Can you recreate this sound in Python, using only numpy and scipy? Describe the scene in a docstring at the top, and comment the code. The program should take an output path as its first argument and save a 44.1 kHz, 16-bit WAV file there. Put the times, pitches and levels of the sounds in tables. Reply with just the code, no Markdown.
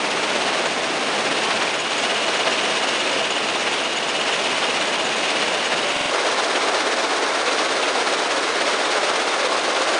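"""Rock crusher and shaking screen

A mobile crushing plant, heard beside its feed belt and then, from 6.1 s, close to the vibrating screen.
The screen tosses rubble about 16.6 times a second: rocks drum on the steel box, gravel crackles on the
deck and the mesh jingles, over the crusher's steady roar. By the belt, rollers rumble, the drive drones
and a loose fitting chinks on every second stroke. The sound stutters just before the change of place."""
import sys
import numpy as np
from scipy import signal
from scipy.fft import rfft, irfft, next_fast_len
from scipy.io import wavfile
from scipy.ndimage import uniform_filter1d

SR = 44100
rng = np.random.default_rng(int(sys.argv[2]) if len(sys.argv) > 2 else 0)


def bounce(signal):
    """Save signal as a 16-bit WAV file at the path given by the first command-line argument."""
    frames = np.transpose(np.atleast_2d(signal))
    limited = np.clip(frames, -1, 1)
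    pcm = np.round(limited * 32767).astype(np.int16)
    wavfile.write(sys.argv[1], SR, pcm)


N = 440559
TIME = np.arange(N) / SR
STROKE_HZ = 16.58
TURN_S, TURN_LENGTH_S = 1.24, 0.7  # the listener turns from the belt towards the screen
AT_SCREEN_S = 6.097  # the listening place jumps to the screen

# tone of the rubble at the screen and beside the belt: f/Hz, gain/dB
SCREEN_EQ = [(50, -52), (95, -28.5), (190, -20), (280, -6.5), (450, -1.5), (670, -2.5), (850, -5.5),
             (1300, -3.5), (1900, -5), (2600, -5), (4000, -5.5), (5600, -10), (8000, -15), (10000, -20)]
BELT_EQ = [(45, -52), (85, -24.5), (140, -15.5), (240, -7), (420, -1.5), (660, -1), (900, -3.5),
           (1400, -4.5), (2000, -5.5), (2700, -4.5), (4000, -9.5), (5600, -14), (8000, -18.5),
           (10000, -23.5)]
# showers of rubble in a two-stroke cycle, from each place: position/cycle, spread/cycle, weight
SCREEN_SHOWERS = [(.25, 0.11, 0.39), (.42, .075, 0.96), (.94, .085, 1.15)]
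BELT_SHOWERS = [(.47, .075, 0.6), (.945, .075, 0.75)]
# big rocks landing on the deck: t/s, relative level/dB
ROCK_HITS = [(0.654, -8), (1.507, -6), (1.615, -3.5), (2.279, -8.5), (2.468, -3.5), (3.669, -6),
             (4.283, -6), (4.621, -5), (5.721, -5), (6.18, -6), (6.502, -10), (6.553, -4.5), (7.477, -5),
             (7.577, -8), (7.829, -6.5), (7.875, -7.5), (8.303, -9), (9.446, -8), (9.763, -9)]
# further chinks of the loose fitting, some louder and some softer than its chatter: t/s, relative level/dB
EXTRA_CHINKS = [(0.6564, -27), (1.7399, -30), (1.7998, -28), (1.9784, -28), (2.6843, -36), (2.8828, -34),
                (3.0036, -33), (3.3059, -28), (3.9694, -34), (4.0896, -33.5), (4.331, -30.5), (4.8733, -29),
                (5.0544, -31), (5.6565, -30)]
# steel resonances of the box walls, the fitting and the mesh: f/Hz, width/Hz, gain/dB
BOX_MODES = [(440, 23, -2), (522.5, 40, 2), (590, 25, -1), (661, 30, 1.5), (818, 33, 0.5), (1065, 90, -0.5),
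             (1333, 150, -6.5), (1604, 84, -7), (2080, 130, -5.5), (3560, 180, -11)]
FITTING_MODES = [(2870, 130, -9), (6760, 160, -4), (6870, 170, 1.5)]
MESH_MODES = [(2660, 190, -10.5), (2876, 70, 1), (3100, 56, -11), (3470, 92, -13)]
# drone bands of the drive: f/Hz, resonator width/Hz, level/dB
DRIVE_BANDS = [(218, 8.6, -49), (527.6, 14, -45.5), (646.5, 14, -41)]
# faders for mesh and rollers: level/dB facing the belt, level/dB turned, level/dB at the screen
MESH_LEVELS = (-50, -31, -51)
ROLLER_LEVELS = (-38.5, -47.5, -53)
# brief dips in the din beside the belt: t/s at the bottom, depth/dB, recovery/s
LEVEL_DIPS = [(0.05, 1, 0.44), (0.79, 1.5, 0.56), (1.83, 2, 0.22), (3.31, 1.5, 0.23), (3.89, 1.5, 0.55)]


def rubble_at_screen(roar_db=-22, gravel_db=-25.5, clack_db=-12, box_db=-29):
    """Close to the deck, each toss is a crash of rocks and gravel, and the box rings hollow."""
    rate = landing_rate(SCREEN_SHOWERS, rolling=0.74, uneven_db=1.5)
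    stones = undb(clack_db) * stone_clacks(rate)
    rocks = cracks(impacts(2000 * rate, 1.1), t60=0.062) + undb(-1) * rng.standard_normal(N)
    gravel = cracks(impacts(3500 * rate, 1.0), t60=0.036)
    roar, crackle = rubble_bands(SCREEN_EQ, rocks + stones, gravel + stones, crossover_hz=1539)
    walls = unit(steel_box(impacts(3000 * rate, 2.2)))
    return undb(roar_db) * roar + undb(gravel_db) * crackle + undb(box_db) * walls


def rubble_beside_belt(roar_db=-23, turned_roar_db=-24, gravel_db=-24, clack_db=-12, box_db=-36):
    """The crusher's steady roar, with the screen's beat some metres further up the belt."""
    rate = landing_rate(BELT_SHOWERS, rolling=1.0, uneven_db=2)
    stones = undb(clack_db) * stone_clacks(rate)
    rocks = cracks(impacts(1500 * rate, 1.7), t60=0.047) + undb(0.5) * rng.standard_normal(N)
    gravel = cracks(impacts(3000 * rate, 1.1), t60=0.044)
    roar, crackle = rubble_bands(BELT_EQ, rocks + stones, gravel + stones, crossover_hz=1560)
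    walls = unit(steel_box(impacts(2000 * rate, 1.5)))
    roar_gain = undb(turn_fade(roar_db, turned_roar_db))
    return roar_gain * roar + undb(gravel_db) * crackle + undb(box_db) * walls


def landing_rate(pattern, rolling, uneven_db):
    """Density of impacts (mean 1): showers as the deck catches its load, some rolling in between."""
    cycle = TIME * STROKE_HZ / 2
    showers = np.zeros(N)
    for position, spread, weight in pattern:
        offset = (cycle - position + .5) % 1 - .5
        showers += weight * np.exp(-.5 * (offset / spread) ** 2)
    rate = rolling + showers * undb(uneven_db * wander(STROKE_HZ))
    return rate / rate.mean()


def rubble_bands(curve, rocks, gravel, crossover_hz, feed_hz=5, feed_db=.2):
    """Heavy rocks fill the lows and small stones the highs; both ride the nearly even feed."""
    feed = undb(feed_db * wander(feed_hz))
    low = unit(split(equalise(rocks, curve), crossover_hz, "low"))
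    high = unit(split(equalise(gravel, curve), crossover_hz, "high"))
    return low * feed, high * feed


def stone_clacks(rate, per_s=320, low_hz=600, high_hz=4200, q=18, scatter_db=1.0):
    """Stone on stone: each rings briefly at its own pitch, large ones low and small ones high."""
    longest = 4096  # samples
    out = np.zeros(N + longest)
    landed = np.cumsum(rate) / rate.sum()
    for when, smallness, softness in rng.random((int(per_s * N / SR), 3)):
        hz = low_hz * (high_hz / low_hz) ** smallness
        length = min(int(2 * q * SR / hz), longest)
        cycles = np.arange(length) * hz / SR
        gain = undb(-scatter_db * np.log(max(softness, .03))) * np.sqrt(hz)
        start = np.searchsorted(landed, when)  # clacks bunch up in the showers
        out[start:start + length] += gain * np.sin(2 * np.pi * cycles) * np.exp(-np.pi * cycles / q)
    return unit(out[:N])


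def big_rocks(crunch_db=2, box_db=-9, low_hz=700, high_hz=3600):
    """A big rock lands with a dull crunch and knocks on the box."""
    blows = bursts(ROCK_HITS, t60=0.087, rise_s=.014)
    crunch = split(equalise(blows, BELT_EQ), low_hz, "high")
    crunch = split(crunch, high_hz, "low")
    return undb(crunch_db) * crunch + undb(box_db) * steel_box(blows)


def steel_box(blows, low_cut_hz=300):
    """The screen's steel walls ring hollow; they are too small to radiate deep bass."""
    return split(ring(blows, BOX_MODES), low_cut_hz, "high", order=3)


def loose_fitting(first_s=0.097, chatter_db=-33, belt_db=11, turned_db=16):
    """Heard by the belt, a loose steel part chinks every second stroke, with further chinks of uneven strength
    in between."""
    chatter = [(s, chatter_db) for s in np.arange(first_s, AT_SCREEN_S, 2 / STROKE_HZ)]
    blows = bursts([*chatter, *EXTRA_CHINKS], t60=0.059, rise_s=0.0035)
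    return undb(turn_fade(belt_db, turned_db)) * ring(blows, FITTING_MODES)


def steel_mesh():
    """Stones strike the mesh mostly as they land, and it jingles."""
    rate = landing_rate(BELT_SHOWERS, rolling=.1, uneven_db=0)
    jingle = ring(impacts(1400 * rate, 2.2), MESH_MODES)
    return unit(jingle) * perspective(*MESH_LEVELS)


def belt_rollers(low_hz=205, high_hz=370):
    """The loaded belt rumbles over its rollers; the sound carries only a short way."""
    rumble = split(rng.standard_normal(N), low_hz, "high", order=3)
    rumble = split(rumble, high_hz, "low", order=4)
    return unit(rumble) * perspective(*ROLLER_LEVELS)


def drive_drone():
    """The drive hums in wavering tones, each made of noise rung twice through a narrow resonance."""
    drone = np.zeros(N)
    for hz, width, db in DRIVE_BANDS:
        mode = [(hz, width, 0)]
        drone += undb(db) * unit(ring(ring(rng.standard_normal(N), mode), mode))
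    return drone


def level_dips(fall_s=0.15):
    """Gain that ducks quickly and creeps back at each dip."""
    dips_db = sum(np.interp(TIME, [s - fall_s, s, s + recovery_s], [0, depth_db, 0])
                  for s, depth_db, recovery_s in LEVEL_DIPS)
    return undb(-dips_db)


def perspective(belt_db, turned_db, screen_db):
    """Gain of a source as the listener faces the belt, turns, then stands at the screen."""
    return undb(np.where(TIME < AT_SCREEN_S, turn_fade(belt_db, turned_db), screen_db))


def turn_fade(before_db, after_db):
    """A level that slides as the listener turns towards the screen."""
    return np.interp(TIME, [TURN_S, TURN_S + TURN_LENGTH_S], [before_db, after_db])


def impacts(per_s, scatter_db):
    """Blows at random moments and of uneven strength."""
    struck = rng.random(N) < per_s / SR
    return struck * undb(scatter_db * np.clip(rng.standard_normal(N), -2.5, 2.5))


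def cracks(blows, t60):
    """Each blow is a burst of noise that dies away; their energies add."""
    decay = np.exp(-2 * np.log(1000) / (t60 * SR))
    energy = signal.lfilter([1], [1, -decay], blows ** 2)
    return unit(np.sqrt(energy) * rng.standard_normal(N))


def bursts(hits, t60, rise_s):
    """A noise burst with a short attack and a dying tail for each row of t/s, level/dB."""
    blows = np.zeros(N)
    for s, db in hits:
        blows[int(s * SR)] = undb(db)
    decay = np.exp(-np.log(1000) / (t60 * SR))
    tails = signal.lfilter([1], [1, -decay], blows)
    return uniform_filter1d(tails, int(rise_s * SR) + 1) * rng.standard_normal(N)


def wander(rate_hz):
    """Slow drift of rms 1: glides from one random value to the next."""
    hold = int(SR / rate_hz)
    steps = np.repeat(rng.standard_normal(N // hold + 1), hold)
    return unit(uniform_filter1d(steps, hold)[:N])


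def ring(x, modes):
    """Excite a bank of resonances: f/Hz, width/Hz, gain/dB."""
    return sum(undb(db) * signal.lfilter(*signal.iirpeak(hz, hz / width, fs=SR), x)
               for hz, width, db in modes)


def equalise(x, curve):
    """Shape the tone along a curve of f/Hz, gain/dB."""
    hz, db = np.transpose(curve)
    size = next_fast_len(N + 8192, real=True)
    bins_hz = np.maximum(np.fft.rfftfreq(size, 1 / SR), 1)
    gain = undb(np.interp(np.log(bins_hz), np.log(hz), db))
    return irfft(rfft(x, size) * gain, size)[:N]


def split(x, hz, side, order=2):
    """Low or high side of a crossover."""
    return signal.sosfilt(signal.butter(order, hz, side, fs=SR, output="sos"), x)


def undb(db):
    """Decibels to gain."""
    return 10 ** (np.asarray(db) / 20)


def unit(x):
    """Scale to rms 1."""
    return x / np.sqrt(np.mean(x ** 2))


def scene():
    """Both listening places in turn, the same in each ear."""
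    belt_side = (rubble_beside_belt() + drive_drone()) * level_dips()
    bed = np.where(TIME < AT_SCREEN_S, belt_side, rubble_at_screen())
    plant = bed + belt_rollers() + steel_mesh() + loose_fitting() + big_rocks()
    return np.array([plant, plant])


def record(dry, stutter_s=5.918, loop_s=.04644, notch_hz=7490, top_hz=9900):
    """A short loop stutters up to the change of place; a narrow notch and a steep cut shape the top."""
    start, loop, end = (int(s * SR) for s in (stutter_s, loop_s, AT_SCREEN_S))
    out = dry.copy()
    out[:, start:end] = dry[:, start + np.arange(end - start) % loop]
    out = signal.lfilter(*signal.iirnotch(notch_hz, Q=22, fs=SR), out)
    return signal.sosfilt(signal.ellip(12, .2, 70, top_hz, fs=SR, output="sos"), out)


dry = scene()
out = record(dry)
bounce(out)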